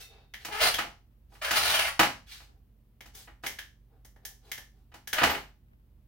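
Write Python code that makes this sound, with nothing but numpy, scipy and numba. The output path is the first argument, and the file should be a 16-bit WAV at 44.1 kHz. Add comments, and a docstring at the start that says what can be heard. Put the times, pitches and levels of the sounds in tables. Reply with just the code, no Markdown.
"""Tape dispenser on a desk

A small bare room, a stereo microphone near the desk, a low appliance hum underneath. Sticky tape
comes off a plastic dispenser in two pulls, rasping as the glue sticks and slips. The dispenser tips
and drops back; the taut strip ticks and rubs on the blade, then tears off, and the dispenser rattles."""
import sys
import numpy as np
from scipy import signal
from scipy.fft import rfft, irfft
from scipy.io import wavfile
from scipy.ndimage import uniform_filter1d
from numba import njit

SR = 44100
rng = np.random.default_rng(int(sys.argv[2]) if len(sys.argv) > 2 else 0)


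def file_out(sig):
    """Save sig as 16-bit WAV at sys.argv[1]."""
    # one column per channel
    cols = np.atleast_2d(sig).T
    # limit, then scale
    lim = np.clip(cols, -1, 1)
    pcm = np.round(lim * 32767).astype(np.int16)
    wavfile.write(sys.argv[1], SR, pcm)


N = 267854
TIME = np.arange(N) / SR


def undb(db):
    """Decibels to gain."""
    return 10 ** (np.asarray(db) / 20)


def unit(x):
    """Scale to rms 1."""
    return x / np.sqrt(np.mean(x ** 2) + 1e-30)


def read(points, hz):
    """Interpolate a (frequency, value) table on a log-frequency axis."""
    f, value = np.transpose(points)
    return np.interp(np.log(hz + 1), np.log(f), value)


def add(track, s, sound):
    """Mix a sound into a track from time s."""
    start = int(s * SR)
    sound, start = sound[max(-start, 0):], max(start, 0)
    track[start:start + len(sound)] += sound[:N - start]


def wander(count, hz):
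    """A random drift that turns about hz times a second."""
    return np.interp(np.arange(count) * hz / SR, np.arange(4096), rng.standard_normal(4096))


def minimum_phase(power):
    """The promptest impulse response that has this power spectrum."""
    cepstrum = irfft(np.log(power + 1e-30) / 2)
    half = len(cepstrum) // 2
    cepstrum[1:half] *= 2
    cepstrum[half + 1:] = 0
    return irfft(np.exp(rfft(cepstrum)))


def whiten(burst):
    """Take the chance colour out of a burst of noise."""
    power = uniform_filter1d(np.abs(rfft(burst)) ** 2, 9)
    return unit(irfft(rfft(burst) * rfft(minimum_phase(1 / power))))


def body(spectrum, modes=(), modes_db=0):
    """Impulse response of a broad spectrum with resonances standing out of it."""
    hz = np.fft.rfftfreq(8192, 1 / SR)
    peaks = sum(undb(db) ** 2 / (1 + (2 * (hz - f) / width) ** 2) for f, width, db in modes)
    return minimum_phase(undb(read(spectrum, hz)) ** 2 + undb(modes_db) ** 2 * peaks)


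def excite(drive, response, db, bass_db, treble_db, bass_hz=900, treble_hz=4500):
    """A drive rings a body; the firmness of the contact sets bass and treble relative to the middle."""
    sound = signal.fftconvolve(drive, response)[:len(drive)]
    bands = [(bass_hz, "low"), ([bass_hz, treble_hz], "band"), (treble_hz, "high")]
    filters = [signal.butter(4, hz, kind, fs=SR, output="sos") for hz, kind in bands]
    bass, middle, treble = [unit(signal.sosfilt(sos, sound)) for sos in filters]
    return undb(db) * (undb(bass_db) * bass + middle + undb(treble_db) * treble)


@njit
def resonate(x, hz, q):
    """State-variable band-pass with a moving centre."""
    out, band, low = np.empty(len(x)), 0., 0.
    for i in range(len(x)):
        g = np.tan(np.pi * hz[i] / SR)
        v = (band + g * (x[i] - low)) / (1 + g * (g + 1 / q))
        band, low, out[i] = 2 * v - band, low + 2 * g * v, v / q
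    return out


# Diffuse sound at the microphone, left against right: f/Hz, likeness/0-1
LIKENESS = [(60, 0.91), (150, 1), (300, 0.8), (700, 0.49), (1500, 0.37), (3000, 0.083), (7000, 0.064)]
def diffuse(pair):
    """Two unrelated noises become left and right of a diffuse field, alike in the bass."""
    count = pair.shape[1]
    like = read(LIKENESS, np.fft.rfftfreq(count, 1 / SR))
    mid, side = irfft(rfft(pair) * np.sqrt([1 + like, 1 - like]), count)
    return unit(np.array([mid + side, mid - side]))


# Appliance hum, centred between the channels: f/Hz, level/dB
HUM_TONES = [(49, -60.5), (74.5, -70), (120, -68), (220, -78.5)]
# Air all around the microphone: f/Hz, relative level/dB
AIR_SPECTRUM = [(25, -18.5), (50, 0), (80, -4.5), (130, -15), (200, -14.5), (300, -20.5), (450, -26),
                (700, -32.5), (1500, -40), (3000, -41.5), (7500, -51), (15000, -40)]
def room_tone(air_db=-63, waver_rad=0.36):
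    """A steady low appliance hum over faint air noise."""
    colour = undb(read(AIR_SPECTRUM, np.fft.rfftfreq(N, 1 / SR)))
    air = irfft(rfft(rng.standard_normal((2, N))) * colour, N)
    hum = sum(undb(db) * np.sqrt(2) * np.sin(2 * np.pi * hz * TIME + waver_rad * wander(N, 1.7))
              for hz, db in HUM_TONES)
    return undb(air_db) * diffuse(air) + hum


# Decay between the bare walls: f/Hz, t60/s
ROOM_DECAY = [(100, 0.6), (300, 0.28), (1000, 0.29), (2500, 0.28), (6000, 0.32), (15000, 0.24)]
def room(x, direct_db=-8, echo_db=-1, early_db=4, early_s=0.0025, onset_s=0.0039):
    """The microphone hears the direct sound, early echoes from desk and corner, then a short tail."""
    t = TIME[:SR // 2]
    hz, times, frames = signal.stft(rng.standard_normal((2, len(t))), SR, nperseg=1024)
    decay = undb(-60 * times / read(ROOM_DECAY, hz)[:, None])
    tails = signal.istft(frames / np.abs(frames) * decay, SR)[1][:, :len(t)]
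    tails *= (1 + undb(early_db) * np.exp(-t / early_s)) * np.minimum(t / onset_s, 1)
    response = undb(echo_db) * diffuse(tails) / np.sqrt(len(t))
    response[0, 0] += undb(direct_db)
    response[1, 1] += undb(direct_db)
    response[1] = np.roll(response[1], 1)  # the desk is nearer to the left port
    return signal.oaconvolve(x[None], response, axes=1)[:, :N]


def ringing(modes, strikes, rattle=0.15, rise_cycles=1.2):
    """Modes build up and outlast each (t/s, level/dB) strike; loose contact makes them flutter."""
    out, t = np.zeros(N), TIME[:SR // 2]
    for s, strike_db in strikes:
        for hz, db, t60 in modes:
            flutter = rattle * wander(len(t), hz / 30)
            rise = 1 - np.exp(-(hz * t / rise_cycles) ** 2)
            envelope = rise * undb(strike_db + db - 60 * t / t60)
            add(out, s, envelope * (1 + flutter) * np.sin(2 * np.pi * hz * t + flutter))
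    return out


# A small hard part, faint at the microphone: f/Hz, level/dB, t60/s
PING_MODES = [(2046, -62, 0.4), (2617, -56.5, 0.85), (2670, -61.5, 0.49), (3675, -56.5, 0.64),
              (4371, -62.5, 0.59), (5760, -52.5, 0.2)]
def ping():
    """A small hard part rings out at the very start."""
    return ringing(PING_MODES, [(0.0035, 0)], rattle=0.67)


def zing(start_s=5.297):
    """A thin, very high ring as the dispenser rattles back."""
    return ringing([(13700, -32.5, 0.13), (15300, -35, 0.12)], [(start_s, 0)])


# Fingers, tape and dispenser sliding at the desk: t/s, length/s, level/dB, bass/dB, treble/dB
RUB_STROKES = [(-0.03, 0.088, -48.5, -10.5, 4.5), (0.07, 0.2, -63, 4, -16), (0.385, 0.089, -53.5, -11, -6),
               (1.294, 0.15, -67, 1, 5.5), (2.262, 0.18, -47, -29, -2.5), (2.461, 0.16, -84.5, 13.5, -16),
               (3.135, 0.12, -53, -8, 5.5), (3.427, 0.09, -52, 0, 8), (3.895, 0.12, -83, 16, -20.5),
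               (4.182, 0.2, -77, 11.5, -12), (4.406, 0.21, -64.5, 2, -0.5), (4.721, 0.15, -80.5, 7, 0.5),
               (5.212, 0.18, -40, 5, 1)]
# Colour of that friction: f/Hz, relative level/dB
RUB_SPECTRUM = [(240, -44), (400, -6.5), (605, -14), (772, -4), (860, -12), (1220, -9.5), (1560, -3.5),
                (3410, 0), (15500, -2)]
def rubbing(grain_db=3, fade_db=-16, swell_share=0.3):
    """Dense tiny catches of skin and film sliding on plastic; each stroke swells and fades."""
    out, response = np.zeros(N), body(RUB_SPECTRUM)
    for start, length, db, bass_db, treble_db in RUB_STROKES:
        t = np.arange(0, length, 1 / SR)
        catches = rng.standard_normal(len(t)) * undb(grain_db * wander(len(t), 400))
        swell_db = np.interp(t, [0, swell_share * length, length], [fade_db, 0, fade_db])
        add(out, start, excite(catches, response, db + swell_db, bass_db, treble_db))
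    return out


def blows(events, response, chatter_s, ring_db, ring_q):
    """Each blow is a quickly dying chatter of tiny contacts; where it lands picks out one resonance."""
    out, t = np.zeros(N), TIME[:8192]
    for s, db, bass_db, treble_db, hz in events:
        chatter = whiten(rng.standard_normal(len(t)) * np.exp(-t / chatter_s))
        ring = undb(ring_db) * resonate(chatter, np.full(len(t), float(hz)), ring_q)
        add(out, s, excite(chatter + ring, response, db, bass_db, treble_db))
    return out


# Ticks at the blade and shell: t/s, level/dB, bass/dB, treble/dB, strip f/Hz
STRIP_TICKS = [(0.338, -50, -19.5, -8.5, 1950), (0.7415, -39.5, -15, -2.5, 3330),
               (3.0067, -59, -9, -3.5, 2190), (3.151, -71, -8.5, 15, 2120), (3.464, -43, -12.5, 0, 2120),
               (3.5872, -48.5, -18.5, -5.5, 1640), (4.0481, -74, 1, 11, 1980),
               (4.162, -78.5, 6.5, -3, 1860), (4.2512, -57.5, -13, 10.5, 1770),
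               (4.5158, -46.5, -20, 1, 2080), (4.578, -56, -7.5, 0, 1780), (5.0734, -53.5, -14, 5, 1670),
               (5.1297, -38.5, -13, -1, 1540)]
# Colour of a tick: f/Hz, relative level/dB
TICK_SPECTRUM = [(300, -22), (750, -13.5), (1100, -16.5), (1650, -6.5), (2200, -2), (2550, -7),
                 (3100, -1.5), (4300, -11), (5900, -5), (8000, -12), (11500, -7), (15500, -7.5)]
# Resonances in a tick: f/Hz, width/Hz, relative level/dB
TICK_MODES = [(1770, 140, 7.5), (2090, 45, 5), (3140, 88, 6.5), (5650, 55, -17.5), (6300, 130, -4.5),
              (11590, 130, -17)]
def ticking():
    """The taut strip ticks against the blade and the shell."""
    response = body(TICK_SPECTRUM, TICK_MODES, modes_db=-7.5)
    return blows(STRIP_TICKS, response, chatter_s=0.003, ring_db=5, ring_q=10.0)


# Knocks of the dispenser on the desk, and snaps and snags of the tape as it pulls loose or tears on the blade:
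# t/s, level/dB, bass/dB, treble/dB, shell f/Hz
KNOCKS = [(0.4487, -49.5, -7.5, 2, 2280), (0.4837, -57, 4, -16.5, 870),
          (0.7856, -36.5, -9.5, -9, 1260), (0.8406, -68.5, 16, -28, 710), (1.3203, -79, 9.5, -11, 790),
          (1.3525, -67.5, -7, -22, 1101), (1.419, -53, -13, -6.5, 2103), (1.509, -37, -10, -1, 1470),
          (1.9929, -27.5, -3, -5.5, 1120), (2.004, -44, 7, -6.5, 736), (2.0281, -33.5, -8.5, -8, 740),
          (2.4016, -68.5, -1, -25, 1129), (3.0582, -66.5, -3.5, 1.5, 1838),
          (3.2737, -62, -2.5, -23.5, 1910), (3.4364, -50, -3, -9, 1630),
          (4.9178, -71, -4.5, -13.5, 789), (4.9404, -62, -0.5, -1, 940),
          (5.1831, -33.5, -14, -14.5, 1460), (5.215, -36.5, 1, -17.5, 775),
          (5.2333, -28.5, -6, -8, 746), (5.2965, -39, -2.5, -10, 934), (5.3469, -43, -11, -27, 650)]
# Colour of a knock: f/Hz, relative level/dB
KNOCK_SPECTRUM = [(25, -50.5), (65, -24.5), (115, -20), (200, -15), (330, -11), (450, -15.5), (720, -10),
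                  (1020, -9.5), (1320, -5), (2000, -2), (3000, -14), (4500, -15), (8000, -22.5),
                  (15500, -22)]
# Dispenser and desk ringing together, also under the tape: f/Hz, width/Hz, relative level/dB
DESK_MODES = [(259.4, 10, -13), (658, 90, -5.5), (825, 38, 2.5), (910, 17, -9.5), (1210, 45, -4),
              (1298, 32, -2.5), (1420, 50, 0.5), (1600, 24, -4.5), (1780, 51, -1.5), (2180, 90, 2),
              (2600, 220, -2.5), (2410, 230, -3), (2930, 150, 3.5), (6000, 19, -8.5)]
# Boom of the desk top: f/Hz, level/dB relative to the knock's bass, t60/s
BOOM_MODES = [(185, -2, 0.18), (264.3, -1, 0.15)]
def knocking():
    """The plastic shell knocks on the desk and the tape snaps and snags against it; the bass of each knock
    booms in the desk top."""
    response = body(KNOCK_SPECTRUM, DESK_MODES, modes_db=-5)
    knocks = blows(KNOCKS, response, chatter_s=0.008, ring_db=-5, ring_q=8.34)
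    booms = ringing(BOOM_MODES, [(s, db + bass_db) for s, db, bass_db, _, _ in KNOCKS])
    return knocks + booms


# Low modes of the whole desk: f/Hz, level/dB, t60/s
SHUDDER_MODES = [(48.1, -37.5, 0.2), (74, -35, 0.35)]
def shudder(start_s):
    """The whole desk shudders when the tape gives way."""
    return ringing(SHUDDER_MODES, [(start_s, 0)])


@njit
def stick_slip(hz, rough, rate_scatter, size_scatter):
    """One pulse per slip; rough peeling scatters their spacing and size."""
    pulses, phase, slip = np.zeros(len(hz) + 1), 0., 0
    for i in range(len(hz)):
        step = hz[i] * np.exp(rough[i] * rate_scatter[slip]) / SR
        phase += step
        if phase >= 1:
            phase, slip = phase - 1, slip + 1
            size = np.exp(rough[i] * size_scatter[slip])
            share = min(phase / step, 1.)  # the slip falls between two samples
            pulses[i] += size * share
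            pulses[i + 1] += size * (1 - share)
    return pulses[:-1] / np.sqrt(hz)


# Colour of the tape, peeling or tearing: f/Hz, relative level/dB
RASP_SPECTRUM = [(30, -25.5), (75, -6), (170, -17), (300, -15.5), (470, -10.5), (720, -6), (1300, -3),
                 (2000, -0.5), (3200, -5), (4000, -9), (5100, -8), (5900, -11), (8300, -14.5), (9500, -4.5),
                 (10600, -11.5), (15500, -11.5)]
def rasp(slip_hz, rough, strip_hz, db, bass_db, treble_db, strip_db=1, strip_q=7.0, fizz_db=-16):
    """Uneven slips shake the free strip at its resonance and ring dispenser and desk."""
    rate_scatter, size_scatter = rng.standard_normal((2, N // 10))
    fizz = undb(fizz_db) * rng.standard_normal(len(slip_hz))
    slips = unit(stick_slip(slip_hz, rough, rate_scatter, size_scatter)) + fizz
    slips *= undb(3.5 * wander(len(slips), 200))  # the glue holds unevenly
    strip = undb(strip_db) * resonate(slips, strip_hz, strip_q)
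    response = body(RASP_SPECTRUM, DESK_MODES, modes_db=-3.5)
    return excite(slips + strip, response, db, bass_db, treble_db)


def tearing(start_s, end_s, slip_hz=598, rough=0.15):
    """The teeth of the blade cut across the strip, louder and louder, as it loosens and drops in pitch."""
    out, count = np.zeros(N), int((end_s - start_s) * SR)
    tear = rasp(np.full(count, slip_hz), np.full(count, rough), strip_hz=np.geomspace(1910, 1100, count),
                db=np.linspace(-37, -33, count), bass_db=-5, treble_db=-10.5)
    add(out, start_s, tear)
    return out


def hand_speed(t, start, full, stop, creep, grip_s=0.009, sag_s=0.41, stop_s=0.014, rest=0.13):
    """The hand grips, creeps, gathers pace, slows as the arm stretches, and stops; 1 is full speed."""
    gather = creep + (1 - creep) * np.clip((t - start) / (full - start), 0, 1) ** 3.6
    sag = np.exp(-(np.maximum(t - full, 0) / sag_s) ** 2)
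    grip = np.interp(t, [start, start + grip_s, stop, stop + stop_s], [rest, 1, 1, rest])
    return gather * sag * grip


# Pulls off the roll, near the microphone: start t/s, full-speed t/s, stop t/s, creep speed/0-1,
# then at full speed: level/dB, slip f/Hz, roughness/0-1, bass/dB
TAPE_PULLS = [(0.505, 0.618, 0.684, 0.33, -26, 468.5, 0.22, -5),
              (1.412, 1.563, 1.881, 0.46, -26, 660.3, 0.48, -10)]
def peeling(strip_hz=4300, louder_db=7, brighter_db=4, settle_s=0.04):
    """Glue slips off the roll; the faster the hand, the louder, brighter and rougher the rasp."""
    out = np.zeros(N)
    for start, full, stop, creep, db, slip_hz, rough, bass_db in TAPE_PULLS:
        t = np.arange(start, stop + settle_s, 1 / SR)
        speed = hand_speed(t, start, full, stop, creep)
        doublings = np.log2(speed)
        pull = rasp(slip_hz * speed ** 0.1, rough * speed ** 1.4, strip_hz * speed ** 1.4,
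                    db + louder_db * doublings, bass_db, treble_db=brighter_db * doublings - 2)
        add(out, start, pull)
    return out


def scene():
    """Tape, base and blade each reach the microphone by their own echoes, over the room tone."""
    tear_start_s, tear_end_s = 5.14, 5.23
    tape = peeling() + tearing(tear_start_s, tear_end_s)
    base = knocking() + shudder(tear_end_s) + ping() + zing()
    blade = ticking() + rubbing()
    return room_tone() + room(blade) + room(base) + room(tape)


# Balance of the two microphone ports: f/Hz, left minus right level/dB
PORT_BALANCE = [(100, -2.5), (350, -2.5), (1000, 1.26), (3000, -0.07), (8000, 0), (14000, 3.5)]
def record(dry, top_hz=15850):
    """The two microphone ports differ in colour; the top is cut steeply."""
    balance_db = read(PORT_BALANCE, np.fft.rfftfreq(N, 1 / SR))
    ports = irfft(rfft(dry) * undb(np.outer([.5, -.5], balance_db)), N)
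    return signal.sosfilt(signal.ellip(10, .2, 70, top_hz, fs=SR, output="sos"), ports)


dry = scene()
out = record(dry)
file_out(out)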